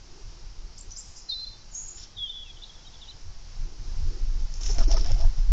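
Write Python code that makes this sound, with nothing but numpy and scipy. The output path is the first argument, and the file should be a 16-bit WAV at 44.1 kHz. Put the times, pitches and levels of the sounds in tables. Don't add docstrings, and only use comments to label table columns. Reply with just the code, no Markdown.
import sys
import numpy as np
from scipy import signal
from scipy.fft import rfft, irfft, dct, next_fast_len
from scipy.io import wavfile
from scipy.ndimage import uniform_filter1d

SR = 44100
rng = np.random.default_rng(int(sys.argv[2]) if len(sys.argv) > 2 else 0)


def gain_from_db(level_db):
    decades = np.asarray(level_db, float) / 20
    return 10 ** decades


def transcribe(signal):
    frames = np.atleast_2d(signal).T
    limited = np.clip(frames, -1, 1)
    pcm = np.round(limited * 32767).astype(np.int16)
    wavfile.write(sys.argv[1], SR, pcm)


N = 243431
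TIME = np.arange(N) / SR

# time in seconds, buffeting level in dB.
GUST = [(0.0, -47.5), (0.29, -42.5), (1.23, -47), (3.21, -46.5), (3.24, -37), (3.5, -44), (3.61, -29),
        (3.74, -40), (4.03, -23), (4.21, -32), (4.23, -26), (4.46, -24), (4.49, -33.5), (4.86, -14),
        (5.04, -19), (5.32, -14.5), (5.35, -22.5), (5.52, -15.5)]
CALM_DB = -44
# frequency in Hz, gain in dB.
SONG_BAND = [(200, -39), (1500, 19), (7000, 1.5), (7400, 3), (7700, -15.5), (8000, -41)]
# frequency in Hz, density in dB per Hz.
EDGE_SPECTRUM = [(1500, -48.5), (3000, -18), (4000, -17), (4610, -12.5), (5210, -1), (5500, 3),
                 (6510, -16.5), (7120, -24.5), (7460, -24), (8000, -54)]
VANE_SPECTRUM = [(180, -47.5), (300, 0.5), (392, -24), (448, -26.5), (669, -12), (945, -12.5), (1320, -9),
                 (1480, -8), (4300, -13), (5590, -41.5), (9460, -120)]
TIP_SPECTRUM = [(5200, -45), (5900, 5.5), (6600, 1.5), (7200, -4), (7600, -22.5), (8000, -33)]
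TAKE_OFF_S = 4.54


def unit(x):
    return x / np.sqrt(np.mean(x ** 2))


def colour(x, points):
    size = next_fast_len(len(x))
    hz, db = np.transpose(points)
    log_hz = np.log(np.arange(size // 2 + 1) * SR / size + 1e-3)
    gain = gain_from_db(np.interp(log_hz, np.log(hz), db, -200, -200))
    return irfft(rfft(x, size) * gain, size)[:len(x)]


def noise(points):
    return unit(colour(rng.standard_normal(N), points))


def walk(rate):
    k = int(SR / rate)
    held = np.repeat(rng.standard_normal(N)[:N // k + 1], k)[:N]
    return unit(uniform_filter1d(uniform_filter1d(held, k), k))


def curve(rows):
    s, *columns = np.transpose(rows)
    return [np.interp(TIME, s, c) for c in columns]


def tone(hz):
    return np.sqrt(2) * np.sin(2 * np.pi * np.cumsum(hz) / SR)


def hump(t, start, length, rise=.5):
    corners = start + length * np.array([0, rise, 1])
    return np.sin(np.pi / 2 * np.interp(t, corners, [0, 1, 0]))


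def span(start, length):
    return slice(int(start * SR), int((start + length) * SR))


def fences(x, wet_db, t60):
    t = np.arange(SR // 2) / SR
    tail = rng.standard_normal(len(t)) * gain_from_db(-60 * t / t60) * np.clip(t / 0.012, 0, 1)
    return x + gain_from_db(wet_db) * signal.fftconvolve(x, tail / np.sqrt(np.sum(tail ** 2)))[:N]


def garden():
    # frequency in Hz, density in dB per Hz.
    garden_spectrum = [(71, -26), (120, -4), (226, -13), (315, -16), (481, -14.5), (544, -15.5), (787, -14),
                       (859, -12.5), (988, -15), (1700, -18.5), (1830, -19), (3630, -18), (5500, -9),
                       (7070, -19.5), (8000, -34), (10400, -68.5), (17600, -120)]
    hiss = noise(garden_spectrum)
    upper = colour(hiss, [(1000, 0), (7500, 0)])
    breeze_db = uniform_filter1d(curve(GUST)[0], size=SR // 2) - CALM_DB
    downwash_db = 3.5 * hump(TIME, 4.6, 0.74, .15)
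    db = -54 + 0.12 * breeze_db + downwash_db + .7 * walk(6)
    return hiss / np.std(upper) * gain_from_db(db)


def hedge():
    # frequency in Hz, density in dB per Hz.
    hedge_spectrum = [(170, -26), (250, -11), (350, -2.5), (450, -11), (600, -25.5)]
    # start in seconds, length in seconds, level in dB.
    rushes = [
        (-.05, 0.29, -62),
        (0.282, 0.23, -71.5),
        (0.562, 0.19, -70),
        (0.825, 0.1, -64.5),
        (3.6, 0.28, -60),
        (3.821, .11, -53.5),
        (4.05, 0.16, -52),
        (4.184, 0.096, -58),
        (4.25, 0.22, -62.5),
        (4.573, 0.79, -52.5),
    ]
    rush = gain_from_db(-71) + sum(gain_from_db(db) * hump(TIME, s, length, 0.52) for s, length, db in rushes)
    return rush * gain_from_db(2.4 * walk(14)) * noise(hedge_spectrum)


def wind():
    # frequency in Hz, density in dB per Hz.
    buffet_spectrum = [(3, -9.5), (10, -3.5), (25, 2), (40, -5.5), (60, -27), (90, -56.5)]
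    flutter_spectrum = [(45, -41), (60, 1), (110, -5.5), (160, -16), (230, -21), (400, -42.5)]
    # start in seconds, length in seconds, change in dB.
    strong_eddies = [(0.106, 0.15, -3.5), (0.233, 0.059, 4), (0.394, 0.088, 5), (0.541, 0.21, 5),
                     (0.838, .08, 5.5), (1.474, 0.078, 6), (1.804, 0.071, 5.5), (3.219, 0.11, 5),
                     (3.342, 0.1, 4), (3.622, 0.089, 3), (3.868, 0.037, 1.5), (4.021, 0.094, 3),
                     (4.214, 0.051, 2), (4.328, .06, 4), (4.589, 0.053, -3.5), (4.862, 0.045, -3.5),
                     (5.011, 0.04, -3.5), (5.148, 0.04, -3), (5.332, 0.041, -10), (5.392, 0.056, 4),
                     (5.449, .04, -4)]
    # start in seconds, length in seconds, pitch in Hz, level in dB.
    thuds = [
        (0.208, 0.18, 73.6, -57),
        (3.242, 0.065, 69.1, -42.5),
        (3.88, 0.075, 80, -52),
        (4.01, 0.048, 72.4, -28.5),
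        (4.071, 0.081, 100.7, -44.5),
        (5.089, 0.081, 101.9, -35),
        (0.243, 0.052, 38.16, -38),
    ]
    gust_db = curve(GUST)[0] + sum(db * hump(TIME, s, length) for s, length, db in strong_eddies)
    eddies = noise(buffet_spectrum)
    power = uniform_filter1d(uniform_filter1d(eddies ** 2, size=5000), size=5000)
    eddies /= np.sqrt(np.abs(power) + .05)
    lumps = gain_from_db(gust_db + 0.06 + walk(7.4)) * eddies
    flutter_db = CALM_DB - 11.5 + 0.65 * (gust_db - CALM_DB) + 2 * walk(14)
    flutter_db += 10 * np.log10(uniform_filter1d(eddies ** 2, size=1300) + 0.085)
    for s, length, hz, db in thuds:
        lumps += gain_from_db(db) * hump(TIME, s, length) * tone(hz * (1 + 0.1117 * walk(40)))
    last_s, last_hz = 5.502, 42
    last = np.clip((TIME - last_s) / .006, 0, 1)
    push = gain_from_db(-12.5) * last * np.sin(2 * np.pi * last_hz * (TIME - last_s))
    return lumps * (1 - last) + push + gain_from_db(flutter_db) * noise(flutter_spectrum)


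def haze():
    haze_starts = [1.296, 2.17, 2.28, .781, .968, 1.162, 1.745, 2.64, 2.45, 2.325, .91, 3.02, 1.978, 2.018,
                   2.92]
    # fade in seconds, low edge in Hz, high edge in Hz, level in dB.
    haze_bands = [(0.18, 4250, 5600, -45.5), (0.09, 3200, 3800, -44.5), (0.16, 3060, 3600, -53.5),
                  (0.04, 4400, 7800, -48), (0.13, 4850, 7600, -44.5), (0.05, 4850, 6960, -43.5),
                  (0.11, 5400, 7400, -48.5), (0.04, 3700, 4600, -51.5), (0.78, 3300, 4400, -63.5),
                  (0.11, 3250, 3800, -51.5), (0.045, 6200, 5600, -39.5), (.04, 2800, 3500, -58),
                  (.05, 3000, 5600, -52.5), (.03, 3000, 7300, -52), (0.13, 2800, 5500, -64)]
    out, air = np.zeros(N), rng.standard_normal(N)
    for s, (fade, low_hz, high_hz, db) in zip(haze_starts, haze_bands):
        at = span(s, .6)
        t = TIME[at] - s
        band = [(.95 * low_hz, -25), (low_hz, 0), (high_hz, -8), (1.07 * high_hz, -25)]
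        out[at] += gain_from_db(db) * unit(colour(air[at], band)) * np.clip(t / 0.0019, 0, 1) * np.exp(-t / fade)
    return out


def buzz():
    # time in seconds, centre frequency in Hz, level in dB.
    buzz_path = [
        (1.714, 7060, -60),
        (1.72, 7000, -48),
        (1.745, 6400, -47),
        (1.768, 6800, -40),
        (1.805, 6700, -40),
        (1.83, 6700, -47),
        (1.855, 6750, -44),
        (1.9, 6850, -49),
        (2.03, 6950, -63),
    ]
    hz, db = curve(buzz_path)
    warble = tone(165 * (1 + .2 * walk(120)))
    sounding = (TIME > buzz_path[0][0]) & (TIME < buzz_path[-1][0])
    depth_hz = 229 * np.clip((TIME - 1.742) / .03, .05, 1)
    swing = depth_hz * (0.7 * warble + 0.3 * walk(460) + 0.17 * walk(60))
    level = gain_from_db(db + 2.0 * walk(90) + 2.9 * walk(300))
    return colour(sounding * level * tone(hz + swing), SONG_BAND)


def chirps():
    # start in seconds, length in seconds, start and end pitch in Hz, level in dB.
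    glides = [(.808, 0.008, 7690, 6930, -38), (.824, 0.0088, 7500, 7300, -62),
              (1.077, 0.014, 6440, 6640, -52), (1.1, .02, 6930, 7100, -57), (1.738, 0.02, 7500, 7460, -49),
              (1.826, 0.036, 7400, 6640, -45), (1.878, 0.054, 7400, 6640, -42),
              (1.945, .045, 7100, 7120, -47), (1.002, 0.0041, 7200, 7480, -42),
              (1.006, 0.008, 7400, 6170, -46), (2.181, 0.018, 3420, 3680, -43),
              (2.625, 0.014, 2900, 2920, -68), (2.64, .012, 2860, 2910, -70),
              (2.953, 0.007, 3370, 3400, -57), (3.012, 0.012, 2940, 2940, -66),
              (2.566, 0.013, 3120, 3000, -60.5), (2.572, 0.0082, 3330, 3310, -58),
              (2.617, 0.02, 3490, 3580, -52.5), (2.635, 0.011, 4040, 3300, -46),
              (2.694, 0.019, 3390, 3190, -55.5), (2.745, 0.02, 3330, 3600, -63),
              (2.774, 0.045, 3300, 3390, -68), (2.825, 0.015, 3400, 3600, -67),
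              (2.849, 0.015, 3175, 3120, -62), (2.862, 0.021, 3810, 3740, -55),
              (2.872, 0.022, 3400, 3070, -65), (2.935, 0.016, 3550, 3500, -61),
              (2.96, 0.014, 3360, 3580, -66), (3.015, 0.013, 3930, 3410, -52.5),
              (3.025, 0.02, 3640, 3200, -52.5), (3.055, 0.011, 3220, 3240, -63),
              (3.073, 0.019, 2890, 3030, -64), (3.078, 0.027, 3556, 4183, -49.5),
              (3.099, 0.016, 4180, 3470, -49.5), (3.11, 0.018, 2980, 3140, -62)]
    # start, sweep and hold in seconds, top level in dB, low tick in seconds.
    contact_calls = [
        (0.776, 0.0073, 0.011, -42.5, 0.0052),
        (0.962, 0.015, 0.029, -38, 0.0076),
        (1.157, 0.018, 0.019, -49.5, 0.027),
    ]
    low_hz, top_hz, sag_hz_per_s = 4940, 7460, 6100
    notes = list(glides)
    for s, sweep, hold, db, tick in contact_calls:
        notes.append((s, tick, low_hz, 1.06 * low_hz, db - 4.5))
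        notes.append((s + 0.003, sweep, 1.08 * low_hz, top_hz, db - 2.5))
        notes.append((s + sweep, hold + 0.17 * sweep, top_hz, top_hz - sag_hz_per_s * hold, db))
    out, hoarse, rasp = np.zeros(N), walk(500), walk(300)
    for s, length, start_hz, end_hz, db in notes:
        at = span(s, length)
        pitch = np.interp(TIME[at], [s, s + length], [start_hz, end_hz])
        rough = (pitch / 7000) ** 2
        rise = 0.5
        if end_hz > 1.1 * start_hz:
            rise = 0.56
        elif end_hz < .95 * start_hz:
            rise = 0.13
        voice = tone(pitch * (1 + 0.015 * rough * hoarse[at]))
        out[at] += gain_from_db(db + rough * rasp[at]) * hump(TIME[at], s, length, rise) * voice
    return colour(out, SONG_BAND)


def whistles():
    # time in seconds, pitch in Hz, level in dB.
    first_whistle = [
        [(1.289, 5050, -50), (1.3, 4600, -45), (1.311, 4350, -41), (1.33, 4230, -40), (1.343, 4075, -34),
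         (1.371, 3975, -39), (1.399, 4095, -36), (1.447, 4115, -40), (1.455, 4100, -56)],
        [(1.463, 4110, -48), (1.472, 4105, -38), (1.489, 4100, -45), (1.504, 4095, -46), (1.517, 4080, -66),
         (1.529, 4060, -45), (1.556, 4045, -60), (1.595, 4045, -70), (1.632, 4045, -55)],
        [(1.287, 4170, -44), (1.303, 4080, -29), (1.312, 3800, -41), (1.328, 3690, -32), (1.345, 3670, -40),
         (1.356, 3660, -58), (1.385, 3640, -57), (1.408, 3605, -49), (1.422, 3600, -64)],
        [(1.443, 3540, -60), (1.454, 3545, -53), (1.476, 3630, -56), (1.5, 3700, -59), (1.52, 3600, -74),
         (1.535, 3600, -54), (1.56, 3585, -61), (1.59, 3560, -68)],
    ]
    second_whistle = [
        [(2.168, 3790, -45), (2.173, 3680, -43), (2.18, 3400, -44), (2.187, 3400, -54), (2.197, 3400, -37),
         (2.228, 3345, -32.5), (2.259, 3240, -36), (2.275, 3130, -47), (2.292, 3000, -52)],
        [(2.258, 3500, -52), (2.27, 3540, -47), (2.28, 3420, -43), (2.291, 3515, -44), (2.303, 3595, -35),
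         (2.312, 3500, -41), (2.324, 3390, -46)],
        [(2.332, 3370, -44), (2.345, 3420, -43), (2.367, 3460, -41), (2.379, 3385, -40), (2.39, 3400, -44),
         (2.407, 3430, -43), (2.433, 3340, -42), (2.443, 3330, -52)],
        [(2.447, 3440, -56), (2.46, 3430, -53), (2.49, 3410, -56), (2.501, 3350, -46), (2.512, 3300, -50),
         (2.525, 3230, -60)],
        [(2.292, 3000, -52), (2.31, 3050, -58), (2.35, 3200, -54), (2.37, 3200, -52), (2.418, 3100, -56),
         (2.445, 2900, -64), (2.465, 2700, -53), (2.485, 2600, -60), (2.52, 2300, -66)],
    ]
    out, tremor, shake = np.zeros(N), walk(90), walk(110)
    for rows in first_whistle + second_whistle:
        s, hz, db = np.transpose(rows)
        at = span(s[0] - .003, s[-1] - s[0] + .006)
        t = TIME[at]
        gate = np.clip(np.minimum(t - s[0], s[-1] - t) / .006 + .5, 0, 1)
        level_db = np.interp(t, s, db)
        depth = np.clip((-42 - level_db) / 7, 0, .4)
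        beads = 1 - depth * tone(11 * (1 + walk(25)[at])) ** 2 / 2
        voice = tone(np.interp(t, s, hz) * (1 + .0025 * (1 + 2 * depth) * tremor[at]))
        out[at] += gate * beads * gain_from_db(level_db + 3 + 1.7 * shake[at]) * voice
    return out


def puffs():
    # start in seconds, length in seconds, pitch in Hz, level in dB.
    air_puffs = [(4.685, 0.038, 412, -43.5), (4.687, .025, 798, -47.5), (4.752, 0.025, 704, -48),
                 (4.777, 0.013, 316, -39), (4.778, 0.022, 675, -42), (4.804, .025, 218.7, -40.5),
                 (4.965, .02, 1182, -44), (5.205, .02, 1313, -54), (4.897, 0.042, 400, -48),
                 (4.795, .035, 666, -39), (4.799, 0.039, 1316, -47), (4.872, 0.024, 305, -41),
                 (4.886, 0.042, 674, -41), (4.907, 0.022, 805, -44), (4.93, 0.039, 668, -38),
                 (4.964, .022, 855, -44.5), (4.965, 0.022, 474, -46), (5.002, .03, 648, -51),
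                 (5.049, .026, 690, -42), (5.038, 0.033, 257, -49.5), (5.092, 0.025, 848, -48),
                 (5.074, 0.026, 697, -46), (5.098, 0.026, 558, -44.5), (5.154, 0.02, 733, -46),
                 (5.184, 0.055, 667, -42.5), (5.23, 0.028, 685, -40.5), (5.372, .03, 744, -55.5)]
    out = np.zeros(N)
    wobble, breathy, jet = walk(150), walk(200), rng.standard_normal(N)
    for s, length, hz, db in air_puffs:
        at = span(s, length)
        sway = 1 + 0.046 * wobble[at]
        band = [(0.65 * hz, -20), (.85 * hz, 0), (1.1 * hz, -2), (1.9 * hz, -20)]
        breath = unit(colour(jet[at], band))
        overtone = tone(1.22 * hz * (sway + 0.093 * rng.standard_normal()))
        air = tone(hz * sway) + gain_from_db(-11.5) * overtone + gain_from_db(-4.5) * breath
        out[at] += gain_from_db(db + 2.0 * breathy[at]) * hump(TIME[at], s, length) * air
    return out


def swishes():
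    # start and hold in seconds, level, vanes below 4 kHz and tips above 6 kHz in dB.
    strokes = [(0.911, 0.01, -46.5, -12, 2), (1.969, 0.02, -47, -9.5, -10), (1.994, 0.02, -44.5, -9.5, -7),
               (2.023, 0.022, -47, -10, -9), (2.073, .006, -55, -10, -11), (4.396, 0.0098, -48.5, -10, -2),
               (4.536, 0.003, -54.5, 0, 5), (4.557, 0.0037, -58, -10, 16), (4.614, 0.0026, -40.5, -1, 6),
               (4.637, .02, -39, -3, 3.5), (4.656, 0.022, -38, 1, 1), (4.687, 0.037, -36.5, -2, 2),
               (4.742, 0.0072, -47, 2, -6), (4.783, 0.009, -37.5, 8.5, 4.5),
               (4.801, 0.011, -42.5, 0.5, 0.5), (4.822, 0.0055, -40.5, 4, -4.5),
               (4.876, 0.028, -45, 4.5, 3), (4.9, .008, -40, 5, -1), (4.917, 0.021, -35.5, -1.5, -3),
               (4.943, .016, -41, -4, -9), (4.964, .02, -42.5, -1.5, -9), (4.99, 0.026, -39, -6, -10),
               (5.04, 0.0044, -46, 9, -6), (5.055, 0.012, -37.5, -0.5, -13), (5.081, 0.027, -47.5, 10, -21),
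               (5.121, 0.019, -43.5, 2.5, -11), (5.179, 0.012, -43.5, -2, -12.5),
               (5.208, 0.017, -44, 2, -13), (5.238, 0.015, -49, 6, -15.5), (5.377, 0.015, -48.5, 5.5, -4.5)]
    spectra = (EDGE_SPECTRUM, VANE_SPECTRUM, TIP_SPECTRUM)
    edge, vane, tips = (noise(c) * gain_from_db(3.0 * walk(400) + 1.8 * walk(70)) for c in spectra)
    patch, patchy_vane = walk(45), np.zeros(N)
    for hz in 150 * 1.5 ** np.arange(10):
        patchy_vane += colour(vane, [(hz, 0), (1.5 * hz, 0)]) * gain_from_db(3 * np.roll(patch, int(7 * hz)))
    rise_s, fade_s, sag_db_per_s = 0.005, 0.013, 82
    out = np.zeros(N)
    for s, hold, db, vane_db, tips_db in strokes:
        at = span(s, .25)
        t = TIME[at] - s
        fade = np.exp(-np.clip(t - rise_s - hold, 0, None) / fade_s)
        shape = np.clip(t / rise_s, 0, 1) * fade * gain_from_db(-sag_db_per_s * np.minimum(t, hold))
        tilt_db = np.clip(7 - 25 * (s - TAKE_OFF_S), -3, 5) * (s > TAKE_OFF_S)
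        tilt = [(1500, -tilt_db), (4800, -tilt_db), (6200, tilt_db), (8000, tilt_db)]
        feathers = colour(edge[at], tilt) + gain_from_db(vane_db - 12.5) * patchy_vane[at] + gain_from_db(tips_db - 7) * tips[at]
        out[at] += gain_from_db(db - 1.5) * shape * feathers
    return out


def claps():
    # start in seconds, peak in dB, relative part at 1-3.5 kHz in dB.
    tip_claps = [(0.9078, -32, -45), (1.981, -43, -10), (2.021, -44, -10), (2.04, -47.5, -9.5),
                 (4.5393, -31, -20.5), (4.556, -37.5, -25), (4.609, -32, -21.5), (4.6125, -32, -11),
                 (4.633, -26, -20.5), (4.6613, -29.5, -7.5), (4.714, -28.5, -24), (4.7831, -23.5, -10),
                 (4.794, -31.5, -11), (4.9119, -23, -13.5), (4.9154, -21.5, -28), (4.9678, -27.5, -6.5),
                 (5.0451, -27, -12.5), (5.0607, -26.5, -16.5), (5.1171, -23, -15), (5.18, -37.5, -15),
                 (5.204, -34, -10.5), (5.2101, -30.5, -12.5), (5.3787, -41, -11)]
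    edge, vane, tips = noise(EDGE_SPECTRUM), noise(VANE_SPECTRUM), noise(TIP_SPECTRUM)
    out = np.zeros(N)
    for s, db, vane_db in tip_claps:
        at = span(s, .04)
        t = TIME[at] - s
        crack = np.clip(t / .0005, 0, 1) * np.exp(-t / .0026)
        tips_db = -3 - 23 * max(s - TAKE_OFF_S, 0)
        snap = crack * (edge[at] + gain_from_db(tips_db) * tips[at])
        out[at] += gain_from_db(db + 0.5) * (snap / np.abs(snap).max() + gain_from_db(vane_db - 0.5) * crack * vane[at])
    return out


def wings():
    return puffs() + swishes() + claps()


def scene():
    notes = chirps()
    low_notes = colour(notes, [(100, 0), (4500, 0)])
    birds = haze() + fences(buzz(), -2.5, 0.13) + fences(whistles(), -15.5, 0.37)
    birds += fences(low_notes, -13, 0.055) + fences(notes - low_notes, -7.5, 0.044)
    near = fences(wings(), -20, .12)
    return (garden() + hedge() + wind() + birds + near)[None]


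def camera_rounding(x, coarse, size=2048):
    half, window = size // 2, np.sin(np.pi * (np.arange(2 * size) + .5) / (2 * size))
    padded = np.pad(x, (size, 2 * size - len(x) % size))
    blocks = np.lib.stride_tricks.sliding_window_view(padded, 2 * size)[::size] * window
    a, b, c, d = np.split(blocks, 4, axis=1)
    lines = dct(np.hstack([-c[:, ::-1] - d, a - b[:, ::-1]]), type=4, norm="ortho")
    power = np.abs(uniform_filter1d(lines ** 2, size=11, axis=1)) + 1e-16
    power = np.minimum(power, gain_from_db(-40) * np.sqrt(power))
    held_power = np.minimum(power, 3 * np.roll(power, 1, axis=0))
    bass_finer = np.clip((np.arange(size) / 60) ** 3, .001, 1)
    step = coarse * np.sqrt(held_power) * bass_finer
    u = dct(np.round(lines / step) * step, type=4, norm="ortho")
    unfolded = np.hstack([u[:, half:], -u[:, :half - 1:-1], -u[:, half - 1::-1], -u[:, :half]])
    back = unfolded * window
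    return (back[:-1, size:] + back[1:, :size]).ravel()[:len(x)]


def top_cut(x):
    return signal.sosfilt(signal.butter(12, 9200, fs=SR, output="sos"), x)


def record(dry):
    # start in seconds, end in seconds, lower limit in Hz.
    lost_tops = [
        (.88, .94, 7850),
        (1.03, 1.13, 7800),
        (1.21, 1.3, 7600),
        (1.33, 1.38, 7800),
        (1.59, 1.63, 7700),
        (1.72, 1.85, 7850),
        (1.85, 2.085, 7600),
        (4.85, 4.945, 7350),
        (4.945, 4.97, 6800),
    ]
    # start in seconds, end in seconds, low and high edge in Hz.
    lost_bands = [
        (1.31, 1.375, 3050, 3350),
        (2.155, 2.19, 2600, 2900),
        (4.855, 4.895, 3400, 3800),
        (4.865, 4.882, 3100, 4100),
        (4.86, 4.875, 1600, 2100),
        (4.953, 4.97, 2950, 3250),
    ]
    # frequency in Hz, gain in dB.
    upsampler_response = [(1, 2.5), (7400, -2.5), (7700, -4), (8000, -6.5), (8400, -14.5), (8800, -29),
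                          (9100, -45), (9400, -83.5)]
    rate_hz = 16000
    x = colour(camera_rounding(dry[0], 1.7), [(1e-4, 0), (rate_hz / 2, 0)])
    gaps = [(*row, rate_hz / 2) for row in lost_tops] + list(lost_bands)
    for start, end, hz, top_hz in gaps:
        at = span(start - .05, end - start + .1)
        gate = np.clip(np.minimum(TIME[at] - start, end - TIME[at]) / .008 + .5, 0, 1)
        tapered = x[at] * np.hanning(len(gate)) ** .1
        x[at] -= gate * colour(tapered, [(hz - 40, -40), (hz, 0), (top_hz, 0), (top_hz + 40, -40)])
    mirror = 2 * x * np.cos(2 * np.pi * rate_hz * TIME)
    finished = colour(x + mirror, upsampler_response)[None]
    return top_cut(finished)


dry = scene()
out = record(dry)
transcribe(out)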